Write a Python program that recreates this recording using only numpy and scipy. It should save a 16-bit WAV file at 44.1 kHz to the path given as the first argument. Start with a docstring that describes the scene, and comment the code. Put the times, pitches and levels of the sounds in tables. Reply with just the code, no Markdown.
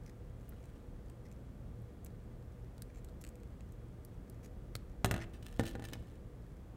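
"""In a quiet ventilated room, nylon zip ties are threaded through a plastic plate over a wooden table.
The ties tick as they catch in the holes and snap free, and rasp as they slide. The plate is put down
with a short rattle and tipped onto another edge; each blow rings the plate and thumps the table.
A hand rummages among the loose ties on the wood. Behind it all, air rumbles and a fan whines faintly."""
import sys
import numpy as np
from scipy import signal
from scipy.fft import rfft, irfft
from scipy.io import wavfile

SR = 44100
rng = np.random.default_rng(int(sys.argv[2]) if len(sys.argv) > 2 else 0)


def generate_wav(sig):
    """Save sig (samples, or channels by samples) to the path in sys.argv[1] as 16-bit PCM at SR."""
    pcm = np.round(np.clip(np.atleast_2d(sig).T, -1, 1) * 32767).astype(np.int16)
    wavfile.write(sys.argv[1], SR, pcm)


N = 298116

# The plate's crack: many crowded tones that die quickly. 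Each row: frequency in Hz, level in dB.
PLATE_CRACK = [(150, -19), (680, 14.5), (1020, 3), (1700, 6.5), (3000, 1), (4000, 1), (4700, -11),
               (6000, -2), (8500, 1.5), (11000, -1.5), (14500, 1), (16000, -10)]


def ticks(fade_s=0.013, rise_s=0.000063):
    """A tie catches on the edge of a hole and snaps free, once or tooth after tooth."""
    # Each row: start in seconds, energy in dB, brightness in dB per octave.
    snaps = [(0.0629, -37.5, -2), (.096, -39.5, 0), (0.4923, -32.5, 34), (.641, -44, -3), (.656, -44, 1),
             (1.0984, -39.5, -0.5), (1.315, -40.5, 0), (1.325, -44, 1), (2.0466, -30, 18),
             (2.7803, -39.5, 4.5), (2.821, -24.5, 6.5), (3.046, -35.5, 4), (3.2894, -35, 4),
             (3.3555, -40.5, 2), (3.433, -42, -2), (3.607, -39.5, -3), (3.722, -43, 7), (4.0497, -32, 13.5),
             (4.2984, -34, 11), (4.7628, -31, 7)]
    # A tie's free end sounds lower as more comes through the hole. 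Each row: time in seconds, pitch in Hz.
    free_end = [(.06, 2030), (1.1, 2830), (1.32, 2420), (2.05, 2370), (2.8, 1490), (3.05, 2680),
                (3.6, 2600), (4.05, 1780), (4.76, 1420)]
    out = np.zeros(N)
    for s, db, tilt_db in snaps + teeth():
        pitch_hz = np.interp(s, *np.transpose(free_end))
        add(out, s, amp(db) * tie(burst(fade_s, rise_s), pitch_hz, tilt_db))
    return out


def teeth(step_db=-2):
    """Lists the snaps of teeth slipping over an edge, evenly spaced, each lighter than the last."""
    # Each row: start and end in seconds, first tooth in dB, gap in seconds, brightness in dB per octave.
    zips = [(2.061, 2.068, -36, 0.0044, 1.5), (3.2395, 3.254, -30, 0.0093, -2),
            (3.2658, 3.284, -36, 0.0091, -1), (4.7531, 4.756, -17, 0.0033, 0.5)]
    return [(s, db + k * step_db, tilt_db)
            for start, end, db, gap_s, tilt_db in zips
            for k, s in enumerate(np.arange(start, end, gap_s))]


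def scrapes():
    """Nylon rasps as it slides in a hole or along the plate."""
    # Each row: start and end in seconds, level in dB, pitch in Hz, brightness in dB per octave.
    slides = [(0.052, 0.105, -71.5, 1950, -1), (0.52, 0.538, -67, 1300, -11), (1.25, 1.279, -70, 2010, -3),
              (1.81, 1.826, -77, 2600, 25), (2.896, 2.907, -67.5, 2300, -8.5),
              (2.94, 3.003, -71, 2440, -2.5), (3.084, 3.098, -70, 1400, 1), (3.206, 3.231, -64, 2150, 7),
              (4.428, 4.469, -65.5, 2240, 0), (5.194, 5.246, -55.5, 2040, -6.5),
              (5.205, 5.252, -57, 2860, -10)]
    out = np.zeros(N)
    for start, end, db, pitch_hz, tilt_db in slides:
        rasp = stroke(end - start)
        add(out, start, amp(db) * np.sqrt(len(rasp)) * tie(rasp, pitch_hz, tilt_db))
    return out


def tie(x, pitch_hz, tilt_db, bend_octaves=0.21):
    """Gives x the tone of a tie: its free length sets the pitch, and a sharper slip is brighter."""
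    # The nylon's own tone. Each row: frequency in Hz, level in dB.
    nylon = [(200, -48), (900, -5), (1800, 4.5), (3000, -3.5), (4200, 0.5), (6400, -3.5), (8500, -1.5),
             (10500, -4), (13000, -3), (16000, -6.5)]
    # A strip held at one end rings at tones spaced like odd numbers squared.
    # Each row: odd number, boost in dB.
    bending = [(3, 10), (5, 7), (7, 1), (9, -5.5)]
    # Narrower rings. Each row: multiple of the pitch, width in octaves, full boost in dB.
    narrow_rings = [(1.63, .04, 5), (2.58, .035, 6), (2.98, .028, 10), (3.42, .025, 9), (4.77, .03, 7)]
    # A short, stiff end rings more clearly than a limp one. Each row: pitch in Hz, share of that boost.
    stiffness = [(1500, .1), (2400, 1)]

    def db_of(hz):
        bends = sum(db * hump(hz, pitch_hz * (odd / 3) ** 2, bend_octaves) for odd, db in bending)
        rings = sum(db * hump(hz, pitch_hz * ratio, width) for ratio, width, db in narrow_rings)
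        brightness = tilt_db * np.log2(np.clip(hz, 1500, 12000))
        return read(nylon, hz) + bends + rings * read(stiffness, pitch_hz) + brightness
    return unit(colour(x, db_of))


def head_clack(start_s=4.7533, db=-24, hard_hz=1394):
    """The last zip ends as the tie's head hits the plate; the hand keeps the clack dull and short."""
    out = np.zeros(N)
    clack = colour(burst(fade_s=0.016, rise_s=0.00011), lambda hz: read(PLATE_CRACK, hz))
    add(out, start_s, amp(db) * unit(soften(clack, hard_hz)))
    return out


def knocks(plate_db=-4, thud_db=-21, thud_hz=600, finger_hz=90):
    """Each blow rings the plate and pushes the table top; fingers add soft, low bumps."""
    # The table top's tones. Each row: frequency in Hz, level in dB, fade time in seconds.
    wood = [(62, -9.5, 0.21), (107, 1, 0.074), (112, -17, 0.75), (171, -5, 0.049), (231.4, -17, 0.12),
            (274, -17.5, 0.043), (475, -21.5, 0.12)]
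    # Fingers bump the held plate. Each row: start in seconds, strength in dB.
    bumps = [(4.754, -36.5), (5.667, -39.5)]
    out = np.zeros(N)
    for s, force_db, hard_hz, spot in blows():
        add(out, s, amp(plate_db + force_db) * struck_plate(hard_hz, spot))
        thud = ring(wood, spot_boost(spot, np.transpose(wood)[0]))
        add(out, s, amp(thud_db + force_db) * soften(thud, thud_hz))
    for s, db in bumps:
        add(out, s, amp(db) * soften(ring(wood), finger_hz))
    return out


def blows(heavy_db=-9, chatter_gap_s=.0069, chatter_step_db=-13.5):
    """Lists every contact of plate and table: the knocks, their chatter and the settling bounces."""
    # Each row: start in seconds, force in dB, hardness as a treble cutoff in Hz,
    # spot from 0 (corner) to 1 (long edge).
    hits = [(5.0457, -3, 8800, 0.036), (5.0592, -13, 14000, 0.36), (5.112, -7.5, 11900, 0.056),
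            (5.5956, -6, 3180, 1), (5.6355, -21.5, 3500, 0.27), (5.753, -16.5, 1850, 0.66),
            (5.796, -21.5, 2600, 0.67), (5.823, -23.5, 4000, 0.71), (5.8404, -23.5, 4500, 0.4),
            (5.926, -25.5, 2800, 1), (5.9547, -26.5, 1190, 1)]
    for s, force_db, hard_hz, spot in hits:
        yield s, force_db, hard_hz, spot
        if force_db > heavy_db:  # the plate touches twice more, each time more lightly
            for k in (1, 2):
                yield s + k * chatter_gap_s, force_db + k * chatter_step_db, hard_hz, spot
    # The plate settles on its corner in ever quicker, lighter and softer bounces.
    s, force_db, hard_hz, spot = 5.1414, -12, 4000, 0.17
    gap_s, shrink, step_db = .0215, .74, -4.5
    for k in range(4):
        yield s, force_db + k * step_db, hard_hz * shrink ** (k / 2), spot
        s += gap_s * shrink ** k


def struck_plate(hard_hz, spot, tones_db=-2, scatter_db=1, crack_db=0.5):
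    """One blow: a crack that dies quickly and leaves the plate's hollow tones ringing."""
    # Each row: frequency in Hz, level in dB, fade time in seconds.
    tones = [(334, -37, 0.69), (385, -25, 0.22), (459, -35, 0.1), (594, -20.5, 0.039), (621, -25, 0.066),
             (720, -25, 0.06), (784, -40, 0.16), (895, -38, 0.077), (1086, -33, 0.048), (1234, -30, 0.11),
             (1433, -27.5, 0.053), (1586, -32, 0.046), (1791, -29, 0.071), (1953, -31.5, 0.061),
             (2240, -49, 0.1), (2645, -25.5, 0.04), (3870, -37, 0.035)]
    scatter = scatter_db * rng.standard_normal(len(tones))
    plate = ring(tones, tones_db + spot_boost(spot, np.transpose(tones)[0]) + scatter)
    crack = burst(fade_s=.02, rise_s=2 / hard_hz)  # a softer contact takes longer to settle
    crack = colour(crack, lambda hz: read(PLATE_CRACK, hz) + spot_boost(spot, hz))
    add(plate, 0, amp(crack_db) * unit(crack))
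    return soften(plate, hard_hz)


def spot_boost(spot, hz):
    """Where the plate is hit makes some tones louder and others quieter, in dB."""
    # A blow on the long edge compared with one on a corner. Each row: frequency in Hz, change in dB.
    long_edge = [(120, -2.5), (190, 3.5), (260, 22), (330, 7), (385, -16.5), (480, 17), (680, -41),
                 (800, 14.5), (960, -25), (1400, -3), (1750, 5), (2250, -26), (3300, 1), (9000, 1.5)]
    return np.clip(spot, 0, 1) * read(long_edge, hz)


def rummage(rise_s=0.0016):
    """Limp ties land on the table in small splashes of contacts, and rattle along in between."""
    # Each row: start in seconds, energy in dB, fade time in seconds.
    landings = [(5.334, -32, 0.18), (5.4251, -33, 0.022), (5.465, -26.5, 0.0067), (5.6085, -27, .012),
                (5.6535, -26, 0.022), (5.664, -22, 0.024), (5.675, -24.5, 0.018), (5.6835, -30, 0.018),
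                (5.6905, -39, 0.012), (5.7, -34, 0.029), (5.84, -29, 0.024), (5.85, -23.5, 0.03),
                (5.8858, -29, 0.011), (5.9326, -18.5, 0.019)]
    # Fingers rub the ties or sweep them over the table. Each row: start and end in seconds, level in dB.
    sweeps = [(0.377, 0.802, -77.5), (5.426, 5.599, -66), (5.626, 5.713, -57.5), (5.702, 5.755, -69),
              (5.814, 5.956, -68), (5.972, 6.173, -74.5)]
    out = np.zeros(N)
    for s, db, fade_s in landings:
        add(out, s, amp(db) * heap(burst(fade_s, rise_s)))
    for start, end, db in sweeps:
        add(out, start, amp(db) * rattle(end - start))
    return out


def rattle(seconds, touches_per_s=110, spread_db=9, rub_db=-5):
    """Separate little touches, each ringing a different tie, over a faint rub."""
    rub = heap(stroke(seconds))
    touches = np.zeros(len(rub))
    for when, size in rng.random((int(seconds * touches_per_s) + 1, 2)):
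        touch = heap(burst(fade_s=0.0054, rise_s=0.00012))
        add(touches, when * seconds, amp(spread_db * size) * touch)
    return np.sqrt(seconds * SR) * unit(unit(touches) + amp(rub_db) * rub)


def heap(x, own_count=7, own_octaves=.022, own_db=10):
    """Gives x the tone of loose ties on wood; the tie that is touched adds random rings of its own."""
    # Each row: frequency in Hz, level in dB.
    broad_tone = [(280, 10.5), (900, 0), (1720, 4.5), (2150, 2.5), (3050, 4.5), (4200, 0), (4900, -2.5),
                  (8700, -3), (10500, -8), (12500, -8.5), (16000, -5)]
    # Rings stirred by chance amounts. Each row: frequency in Hz, width in octaves, boost in dB.
    shared_rings = [(1767, 0.027, 13), (3000, 0.031, 8.5), (3930, 0.028, 8), (8770, 0.035, 7)]
    rings = [(hz, octaves, db * rng.uniform(.4, 1.2)) for hz, octaves, db in shared_rings]
    rings += [(hz, own_octaves, own_db) for hz in 2200 * 6 ** rng.random(own_count)]
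    peaks = lambda hz: np.max([db * hump(hz, ring_hz, octaves) for ring_hz, octaves, db in rings], 0)
    return unit(colour(x, lambda hz: read(broad_tone, hz) + peaks(hz)))


def fingers(db=-54, spread_db=5, count=40, lowest_hz=1450):
    """Faint stray ticks of the ties as the fingers shift their grip."""
    out = np.zeros(N)
    for when, size, octaves_up in rng.random((count, 3)):
        tick = tie(burst(fade_s=0.015, rise_s=0.0005), lowest_hz * 2 ** octaves_up, tilt_db=0)
        add(out, when * N / SR, amp(db + spread_db * size) * tick)
    return out


def ventilation(db=-50.0, waver_db=0.85):
    """Moving air rumbles and makes the ducts hum; its swirling swells and sinks a little."""
    # Each row: frequency in Hz, relative level in dB.
    air_tone = [(19, -32), (29, -0.5), (42, 4.5), (75, 1), (95, -7), (170, -6), (300, -13), (420, -16),
                (560, -19.5), (900, -28.5), (1900, -35), (2500, -40), (5000, -47), (8500, -47.5),
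                (11000, -50.5), (16000, -50.5)]
    # Each row: frequency in Hz, width in Hz, level in dB.
    ducts = [(116, 4.2, -57), (475, 11, -72), (491.5, 3.5, -72.5)]
    hz = np.fft.rfftfreq(N, 1 / SR)
    noise = lambda gain: np.sqrt(N) * unit(irfft(rfft(rng.standard_normal(N)) * gain, N))
    air = amp(db) * noise(amp(read(air_tone, hz)))
    waver = amp(waver_db * noise(np.exp(-hz / 8)))
    air += soften(air, cutoff_hz=370) * (waver - 1)
    hum = sum(amp(hum_db) * noise(1 / (1 + ((hz - f) / width) ** 2)) for f, width, hum_db in ducts)
    return air + hum


def fan_whines(wander_hz=3, turns_per_s=6):
    """The fan's thin tones keep an even strength while their pitch wanders slightly."""
    # Each row: frequency in Hz, peak level in dB.
    tones = [(1196, -80.5), (3326, -90)]
    t = np.arange(N) / SR
    wander = lambda: wander_hz * np.interp(t * turns_per_s, np.arange(SR), rng.standard_normal(SR))
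    return sum(amp(db) * np.sin(2 * np.pi * np.cumsum(hz + wander()) / SR) for hz, db in tones)


def room(x, tail_db=-15.0, bass_db=5.5, rise_s=0.0017, echo_s=0.0092, echo_db=-21):
    """The room adds one near echo and a short wash of sound that is fuller in the bass."""
    # Each row: frequency in Hz, fade time in seconds.
    fade_times = [(100, 0.6), (300, 0.58), (800, 0.61), (2000, 0.58), (6000, 0.27), (16000, 0.15)]
    hz, t, bands = signal.stft(rng.standard_normal(SR), SR, nperseg=256)
    fade = die_away(t, read(fade_times, hz)[:, None])
    bass = amp(bass_db * hump(hz, centre_hz=210, octaves=0.66))[:, None]
    tail = signal.istft(bands * fade * bass, SR, nperseg=256)[1]
    onset = np.minimum(np.arange(len(tail)) / SR / rise_s, 1)
    tail = amp(tail_db) * unit(tail * onset)
    add(tail, echo_s, amp([echo_db]))
    return x + signal.fftconvolve(x, tail)[:N]


def stroke(seconds, slips_per_s=900, spread_db=4, rub=0.13, grip_db=3, grips_per_s=200):
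    """Sliding is a run of tiny uneven slips over a smooth rub, while the grip tightens and loosens."""
    n = max(round(seconds * SR), 2)
    slipping = rng.random(N) < slips_per_s / SR
    slips = slipping * amp(spread_db * np.minimum(rng.exponential(1, N), 3))
    grip = np.interp(np.arange(n) * grips_per_s / SR, np.arange(SR), rng.standard_normal(SR))
    friction = (slips + rub) * rng.standard_normal(N)
    return friction[:n] * amp(grip_db * grip) * signal.windows.tukey(n, 0.34)


def burst(fade_s, rise_s, size=2048):
    """A puff of tiny contacts that builds up quickly and dies."""
    t = np.arange(size) / SR
    shape = die_away(t, fade_s) * (1 - np.exp(-t / rise_s))
    spectrum = rfft(rng.standard_normal(size) * shape)
    evened = irfft(spectrum / (abs(spectrum) + 1e-12) ** (3 / 4))  # flattens chance peaks in the tone
    return unit(evened * shape ** (1 / 4))


def ring(tones, boost_db=0, size=16384):
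    """Fading tones after a sudden push away from the listener."""
    hz, db, fade_s = np.transpose(tones)
    t = np.arange(size)[:, None] / SR
    return -(amp(db + boost_db) * die_away(t, fade_s) * np.cos(2 * np.pi * hz * t)).sum(1)


def die_away(t, fade_s):
    """A fade that falls by 60 dB in the fade time."""
    return np.exp(-np.log(1000) * t / fade_s)


def soften(x, cutoff_hz):
    """Turns down the treble, as a soft contact does."""
    return signal.lfilter(*signal.butter(1, cutoff_hz, fs=SR), x)


def colour(x, db_of, size=1024):
    """Changes each frequency by db_of(Hz) decibels, without smearing the sound ahead of its start."""
    log_gain = np.log(amp(db_of(abs(np.fft.fftfreq(size, 1 / SR)))))
    response = np.exp(np.conj(signal.hilbert(log_gain)))
    return signal.fftconvolve(x, np.fft.ifft(response).real[:size // 2])


def hump(hz, centre_hz, octaves):
    """A bell curve of height one around a frequency."""
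    return np.exp(-.5 * (np.log2((hz + 1) / centre_hz) / octaves) ** 2)


def read(points, hz):
    """Reads between (Hz, value) points, with octaves evenly spaced."""
    f, value = np.transpose(points)
    return np.interp(np.log(hz + 1), np.log(f + 1), value)


def add(mix, s, sound):
    """Mixes a sound in at s seconds."""
    part = mix[round(s * SR):][:len(sound)]
    part += sound[:len(part)]


def amp(db):
    """Turns decibels into a multiplier."""
    return 10 ** (np.asarray(db) / 20)


def unit(x):
    """Scales to an energy of one."""
    return x / np.sqrt(np.sum(x ** 2) + 1e-20)


def scene():
    """The table spreads its knocks through the room; the small ties in the hands echo less."""
    on_table = room(knocks() + rummage())
    in_hands = room(ticks() + head_clack() + scrapes() + fingers(), tail_db=-21)
    return (on_table + in_hands + ventilation() + fan_whines())[None]


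def record(dry, top_hz=15850):
    """Cuts off the very highest treble."""
    treble_cut = signal.firwin(511, top_hz, window=("kaiser", 8), fs=SR)
    return signal.oaconvolve(dry, treble_cut[None], "same")


dry = scene()
out = record(dry)
generate_wav(out)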